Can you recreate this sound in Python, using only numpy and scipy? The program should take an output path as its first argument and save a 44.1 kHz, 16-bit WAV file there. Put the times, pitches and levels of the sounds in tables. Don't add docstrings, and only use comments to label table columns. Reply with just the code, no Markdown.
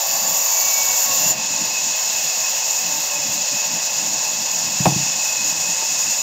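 import sys
import numpy as np
from scipy import signal
from scipy.fft import rfft, irfft, next_fast_len
from scipy.io import wavfile
from scipy.ndimage import uniform_filter1d

SR = 44100
rng = np.random.default_rng(int(sys.argv[2]) if len(sys.argv) > 2 else 0)


def gain_from_db(level_db):
    decades = np.asarray(level_db, float) / 20
    return 10 ** decades


def store_wav(level_fs):
    pcm = np.round(np.clip(np.atleast_2d(level_fs), -1, 1) * 32767)
    wavfile.write(sys.argv[1], SR, pcm.T.astype(np.int16))


N = 274302
SECONDS = np.arange(N) / SR
CUT_ENDS_S = 1.318
WHEEL_HZ = 9.33


def unit(x):
    return x / np.sqrt(np.mean(x ** 2))


def curves(table):
    s, *columns = np.transpose(table)
    return [np.interp(SECONDS, s, c) for c in columns]


def ramp(start_s, end_s, db):
    return db * np.clip((SECONDS - start_s) / (end_s - start_s), 0, 1)


def swell(middle_s, length_s, height):
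    return height * np.exp(-(2 * (SECONDS - middle_s) / length_s) ** 2)


def swells(table):
    return sum(swell(*row) for row in table)


def walk(rate_hz):
    k = int(SR / rate_hz)
    held = np.repeat(rng.standard_normal(N // k + 1), k)[:N]
    return unit(uniform_filter1d(uniform_filter1d(held, k), k))


def noise(quick_db, rate_hz):
    return rng.standard_normal(N) * gain_from_db(2 * quick_db * np.tanh(walk(rate_hz) / 2))


def colour(x, points, modes=(), order=1):
    size = next_fast_len(N)
    hz = np.arange(1, size // 2 + 2) * SR / size
    at, db = np.transpose(points)
    broad = gain_from_db(np.interp(np.log(hz), np.log(at), db, left=-120, right=-120))
    rings = sum(gain_from_db(d) * np.exp(1j * lean) / (1 + 2j * (hz - f) / w) ** order for f, w, d, lean in modes)
    return irfft(rfft(x, size) * broad * (1 + rings), size)[:N]


def narrow(hz, width_hz, steady=0.37):
    peak = signal.iirpeak(hz, hz / width_hz / 1.5, SR)
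    ringing = signal.lfilter(*peak, signal.lfilter(*peak, noise(0.61, 12)))
    power = uniform_filter1d(ringing ** 2, SR // 16) + 1e-12
    return unit(ringing / power ** (steady / 2))


# time in seconds, tooth rate in Hz, bite level in dB.
CUT = [
    (0, 583.5, -25.5),
    (.2, 584, -22),
    (.4, 577.7, -19.5),
    (.6, 570, -21.5),
    (.8, 563.3, -20),
    (1.0, 555.7, -16),
    (1.2, 546.5, -27),
    (1.315, 546.4, -20),
    (1.34, 547, -63),
]
# Hz, width
# in Hz, dB, lean in rad.
CUT_MODES = [(548, 11, 14, 0), (636, 9.9, 15, 0), (760, 13, 7, 0), (999, 14, 14, 0), (1764, 21, 21, 0),
             (1100, 12, 8, 0), (2262, 48, 27.5, 0), (2748, 45, 30, 0), (3440, 57, 3, 0), (3960, 40, 16, 0),
             (4567, 120, 14, 0), (4670, 75, 16.5, 0), (5080, 35, 18, 0), (5770, 54, 2, 0),
             (6250, 170, 11, 0), (6970, 460, 8.5, 0), (7110, 105, 25.5, 0), (13700, 700, 13, 0),
             (14100, 80, -1, 0), (14950, 120, 4, 0), (15370, 80, 12, 0)]
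# Hz, dB.
BITE_COLOUR = [(300, -43), (500, -10), (1150, -6.5), (1500, -3), (3000, -35), (6500, 9.5), (7400, -0.5),
               (8500, -9), (10500, -29), (12000, -34), (12800, -7), (15000, -10), (16000, -36)]


def teeth():
    set_db, scatter_db, slip_teeth, wander = 7, 1.5, .006, .0007
    chips_db, chip_decay_teeth = -7, 0.32
    tooth_hz, bite_db = curves(CUT)
    turns = np.cumsum(2 * tooth_hz * (1 + wander * walk(25))) / SR
    count = np.arange(1, int(turns[-1]))
    slips, scatter = rng.standard_normal((2, len(count)))
    when = np.clip(np.interp(count + slip_teeth * slips, turns, np.arange(N)), 8, N - 9)
    size = gain_from_db(set_db * (count % 2) + scatter_db * scatter)

    at = when.astype(int) + np.arange(-7, 9)[:, None]
    bites = np.zeros(N)
    np.add.at(bites, at, size * np.sinc(at - when) * np.cos((at - when) * np.pi / 16) ** 2)

    chips = noise(0.7, 27.5) * np.exp(-(turns % 1) / chip_decay_teeth)
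    bites = unit(colour(bites, BITE_COLOUR, CUT_MODES, order=2))
    chips = unit(colour(chips, BITE_COLOUR, CUT_MODES))
    return gain_from_db(bite_db) * (bites + gain_from_db(chips_db) * chips)


def squeal():
    from_db, grows_db_per_s = -56, 9.5
    db = from_db + grows_db_per_s * np.minimum(SECONDS, CUT_ENDS_S)
    db = db + swell(1.24, 0.39, 10.5) + ramp(1.33, 1.47, -30)
    return gain_from_db(db) * narrow(2750, width_hz=22)


def tooth_phase():
    return 2 * np.pi * np.cumsum(curves(CUT)[0]) / SR


def parting_log():
    level = swell(1.125, .12, gain_from_db(-35))
    return np.sqrt(2) * level * np.sin(2 * tooth_phase() + .4 * walk(30.3))


# multiple of the roller rate, dB rms, beat in dB once a wheel turn.
ROLLER_PARTIALS = [(5, -45, 2), (6, -42, 2), (7, -43, 5), (9, -47, 3), (10, -48, 3)]


def roller():
    turns_per_tooth, beat_peak_s = .192, .26
    phase = turns_per_tooth * tooth_phase()
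    beat = np.cos(2 * np.pi * WHEEL_HZ * (SECONDS - beat_peak_s))
    stack = 0
    for multiple, db, beat_db in ROLLER_PARTIALS:
        level = gain_from_db(db + beat_db * beat + 2.7 * walk(6.36))
        stack = stack + level * np.sin(multiple * phase + 1.14 * walk(12))
    return np.sqrt(2) * stack * gain_from_db(ramp(CUT_ENDS_S, CUT_ENDS_S + .2, -41))


def settle(db, settle_s):
    drops_s = 0.018
    since_s = np.maximum(SECONDS - CUT_ENDS_S, 0)
    return db * (1 - np.exp(-since_s / drops_s)) * np.exp(-since_s / settle_s)


# Hz, dB.
RUB_COLOUR = [(1000, -27), (1250, -15.5), (1450, -14), (1750, -8.5), (2250, -9), (3100, -14), (4000, -9.5),
              (5200, -2), (6200, 0.5), (7200, 0), (7800, -10.5), (9000, -21.5), (10500, -30.5),
              (12000, -27.5)]
# Hz, width in Hz, dB, lean in rad.
BLADE_MODES = [(2652, 83, 11, 1.62), (3410, 28, 2.5, 0), (4060, 45, -5, 0), (5430, 29, -17, 0.12),
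               (6808, 95, 7, 0.38)]


def blade_rub(flutter, cutting, path_db):
    edges_hz = (900, 2000, 3400, 4800, 6400, 7800, 12500)
    treble_db = ramp(4.6, 7, 6.2) + swell(3.72, .25, -3)
    dip_db = settle(-12.5, 0.075)
    rub = 0
    for low, high in zip(edges_hz[:-1], edges_hz[1:]):
        band = signal.butter(2, (low, high), "bandpass", fs=SR, output="sos")
        part = signal.sosfilt(band, noise(0.79, 18)) * flutter ** (low / 13500)
        db = treble_db * (high == edges_hz[-1]) + dip_db * min(low / 5700, 1)
        rub = rub + part * gain_from_db(db)
    return gain_from_db(-21 + 1.2 * cutting + path_db) * unit(colour(rub, RUB_COLOUR, BLADE_MODES))


# Hz, dB.
HISS_COLOUR = [(8500, -20), (10000, -25), (12050, -17.5), (12500, -5), (13600, 3), (14300, 1.5),
               (15000, -1), (15800, -5)]


def guide_hiss(flutter, cutting, path_db):
    db = -36 + 9 * cutting + 0.64 * path_db + settle(-8, 0.24) + ramp(3.1, 3.3, -2.1)
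    return gain_from_db(db) * unit(colour(noise(0.99, 16) * flutter, HISS_COLOUR))


# middle in seconds, length in seconds, height in dB.
SONG_SWELLS = [(1.77, 0.047, 7), (2.463, 0.064, 4.5), (3.196, .2, 3), (3.58, .2, 1.5), (3.38, .08, 0),
               (3.706, 0.045, -2), (4.2, 1, -1), (5.403, 0.45, 5), (5.56, .06, -5)]


def blade_song(cutting, path_db):
    lap_hz, lap_peak_s, lap_db = 2.88, 2.168, 1
    lap = np.cos(2 * np.pi * lap_hz * (SECONDS - lap_peak_s))
    db = -36 - 3.5 * cutting + 0.53 * path_db + lap_db * lap + swells(SONG_SWELLS)
    return gain_from_db(db) * narrow(2559, width_hz=40)


# Hz, dB.
DRONE_COLOUR = [(330, -9.5), (420, -7), (500, -0.5), (700, 3), (1050, 3.5), (1200, -5.5), (1500, -22)]
# Hz, width in Hz, dB, lean in rad.
PANEL_MODES = [(533, 18, 0.84, 0), (638, 18, 1.5, 0), (752, 23, 1.3, 0), (857, 24, 3.3, 0),
               (895, 9.8, 8.6, 0), (1069.4, 12, 2.4, 0)]
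# middle in seconds, length in seconds, height in dB.
DRONE_SWELLS = [(3.3, .6, 0.63)]


def frame_drone(cutting, path_db):
    db = -35.5 + 1.5 * cutting + 0.1 * path_db + ramp(4.6, 6.6, -2) + swells(DRONE_SWELLS)
    return gain_from_db(db) * unit(colour(noise(.5, 14), DRONE_COLOUR, PANEL_MODES))


# middle in seconds, length in seconds, height in dB.
HUM_SWELLS = [(1.2, 0.27, 2.5), (2.3, 0.27, 2.8), (3.3, 0.92, 12), (5.7, 0.55, 3)]


def hum(cutting):
    return gain_from_db(-53 + cutting + swells(HUM_SWELLS)) * narrow(582.4, width_hz=9.5)


# Hz, dB.
RUMBLE_COLOUR = [(15, -68), (25, -18), (91, -4.5), (110, -9.5), (166, 1.5), (229, 0), (267, 1), (306, -2.5),
                 (348, -16.5), (400, -27.5), (520, -64), (880, -120)]
# Hz, width in Hz, dB, lean in rad.
CASING_MODES = [(127.6, 26, 7, 0), (170.5, 23, 2.5, 0), (220, 14.6, 4, 0), (316.3, 22.4, 7.5, 0)]
# middle in seconds, length in seconds, level in dB.
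SHOVES = [(.12, .08, -45), (0.278, 0.18, -41.5), (0.713, 0.12, -48.5), (0.88, 0.12, -43),
          (1.12, 0.2, -45.5), (1.355, 0.27, -40.5), (1.596, 0.26, -41.5), (1.86, 0.11, -43),
          (2.12, .16, -47), (2.268, .1, -49), (2.41, 0.068, -43.5), (2.57, 0.24, -54), (2.904, .18, -40),
          (3.2, 0.17, -44), (3.347, 0.14, -37), (3.54, 0.076, -39.5), (3.74, 0.13, -39),
          (4.064, .22, -39.5), (4.25, 0.14, -44.5), (4.41, .14, -44), (4.685, 0.23, -40),
          (5.12, .25, -45.5), (5.42, 0.3, -42.5), (5.7, .22, -44), (5.925, 0.11, -44), (6.083, 0.11, -43.5),
          (6.2, .06, -44)]


def rumble():
    wheels_db = -56
    shoved = sum(swell(s, length_s, gain_from_db(db - wheels_db) ** 2) for s, length_s, db in SHOVES)
    level = gain_from_db(wheels_db + 10 * np.log10(1 + shoved))
    return level * unit(colour(noise(3.2, 30), RUMBLE_COLOUR, CASING_MODES))


# time in seconds, open path in dB.
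PATH = [(0, -2), (.45, -1), (.9, -0.5), (1.3, 1), (1.6, 0), (2.2, 1), (2.75, .3), (3.15, -0.5), (3.65, .5),
        (3.75, 0), (4.4, -0.5), (5.0, 0.4), (5.5, 0.34), (6.15, 0.5), (6.22, -2)]


def machine():
    lets_go_s = .012
    cutting = 1 - ramp(CUT_ENDS_S - lets_go_s, CUT_ENDS_S + lets_go_s, 0.91)
    path_db, = curves(PATH)
    wheel = np.sin(2 * np.pi * np.cumsum(WHEEL_HZ + 0.5 * walk(2.77)) / SR)
    flutter = gain_from_db(0.49 * wheel + 1.27 * walk(80))
    blade = blade_rub(flutter, cutting, path_db) + blade_song(cutting, path_db)
    guides = guide_hiss(flutter, cutting, path_db)
    return blade + guides + frame_drone(cutting, path_db) + hum(cutting) + rumble()


def ring(modes, contact_ms, rise_s):
    t = np.arange(SR // 3) / SR
    y = sum(gain_from_db(db) * np.sin(2 * np.pi * hz * t) * 1000 ** (-t / t60_s) for hz, db, t60_s in modes)
    push = np.hanning(int(contact_ms * SR / 1000) + 3)
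    return np.convolve(y * (1 - np.exp(-(t / rise_s) ** 2)), push / push.sum())[:len(t)]


# time in seconds, table thump in dB, wood knock in dB, contact in ms.
BUMPS = [
    (1.258, -19.5, -41, 1.6),
    (1.303, -25, -17.5, 1.7),
    (4.8, -2, -47, 3.7),
    (4.8562, -5, 0, .3),
    (4.8675, 5, -30, 2),
    (4.919, -10.5, -38, 1.5),
    (4.959, -4.5, -35, 1.9),
    (4.995, -18, -50, 2),
    (5.024, -20, -50, 2.6),
    (5.824, -42, -24, .6),
]
# Hz, dB, t60 in seconds.
TABLE_MODES = [(101, -24, .05), (142.2, -15.5, 0.18), (175.4, 6.5, 0.035), (233, 8, 0.018),
               (311, -10.5, 0.071)]
# Hz, dB, t60 in seconds.
WOOD_MODES = [(413, 0.5, 0.019), (518, -5, 0.043), (646, -3.5, 0.067), (740, -1.5, 0.062),
              (821, -5.5, 0.083), (877, -3, 0.034), (1075, -9, 0.065), (1240, -19, .04), (1700, -27, 0.027),
              (2350, -14, .02)]


def bumps():
    out = np.zeros(N + SR)
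    t = np.arange(SR // 3) / SR
    crack = rng.standard_normal(len(t)) * np.exp(-t / 0.0046)
    crack = signal.lfilter(*signal.iirpeak(2300, 1.2, SR), crack)
    rattle = rng.standard_normal(len(t)) * (t > .008) * np.exp(-t / 0.034)
    rattle = signal.lfilter(*signal.iirpeak(5500, 4, SR), rattle)
    for s, thump_db, knock_db, contact_ms in BUMPS:
        thump = ring(TABLE_MODES, contact_ms, rise_s=0.0052)
        knock = ring(WOOD_MODES, contact_ms, rise_s=0.00062) + gain_from_db(-6) * crack + gain_from_db(-11) * rattle
        start = int(s * SR)
        out[start:start + len(t)] += gain_from_db(thump_db) * thump + gain_from_db(knock_db) * knock
    return out[:N]


def shop(x, wet_db):
    t60_s, first_echo_s = 0.27, .004
    t = np.arange(SR // 2) / SR
    tail = rng.standard_normal(len(t)) * 1000 ** (-t / t60_s) * (t > first_echo_s)
    return x + gain_from_db(wet_db) * signal.fftconvolve(x, tail / np.sqrt(np.sum(tail ** 2)))[:N]


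def scene():
    cut = shop(teeth(), wet_db=-7) + squeal() + parting_log() + roller()
    return np.tile(cut + machine() + shop(bumps(), wet_db=-13.5), (2, 1))


def roll_off(x):
    return signal.sosfilt(signal.butter(12, 15720, fs=SR, output="sos"), x)


def record(dry):
    ceiling, knee, top_hz = 0.46, 5, 15720
    dry = signal.sosfilt(signal.butter(2, 110, "highpass", fs=SR, output="sos"), dry)
    flat = dry / (1 + np.abs(dry / ceiling) ** knee) ** (1 / knee)
    mix = signal.sosfilt(signal.ellip(12, .2, 70, top_hz, fs=SR, output="sos"), flat)
    return roll_off(mix)


dry = scene()
out = record(dry)
store_wav(out)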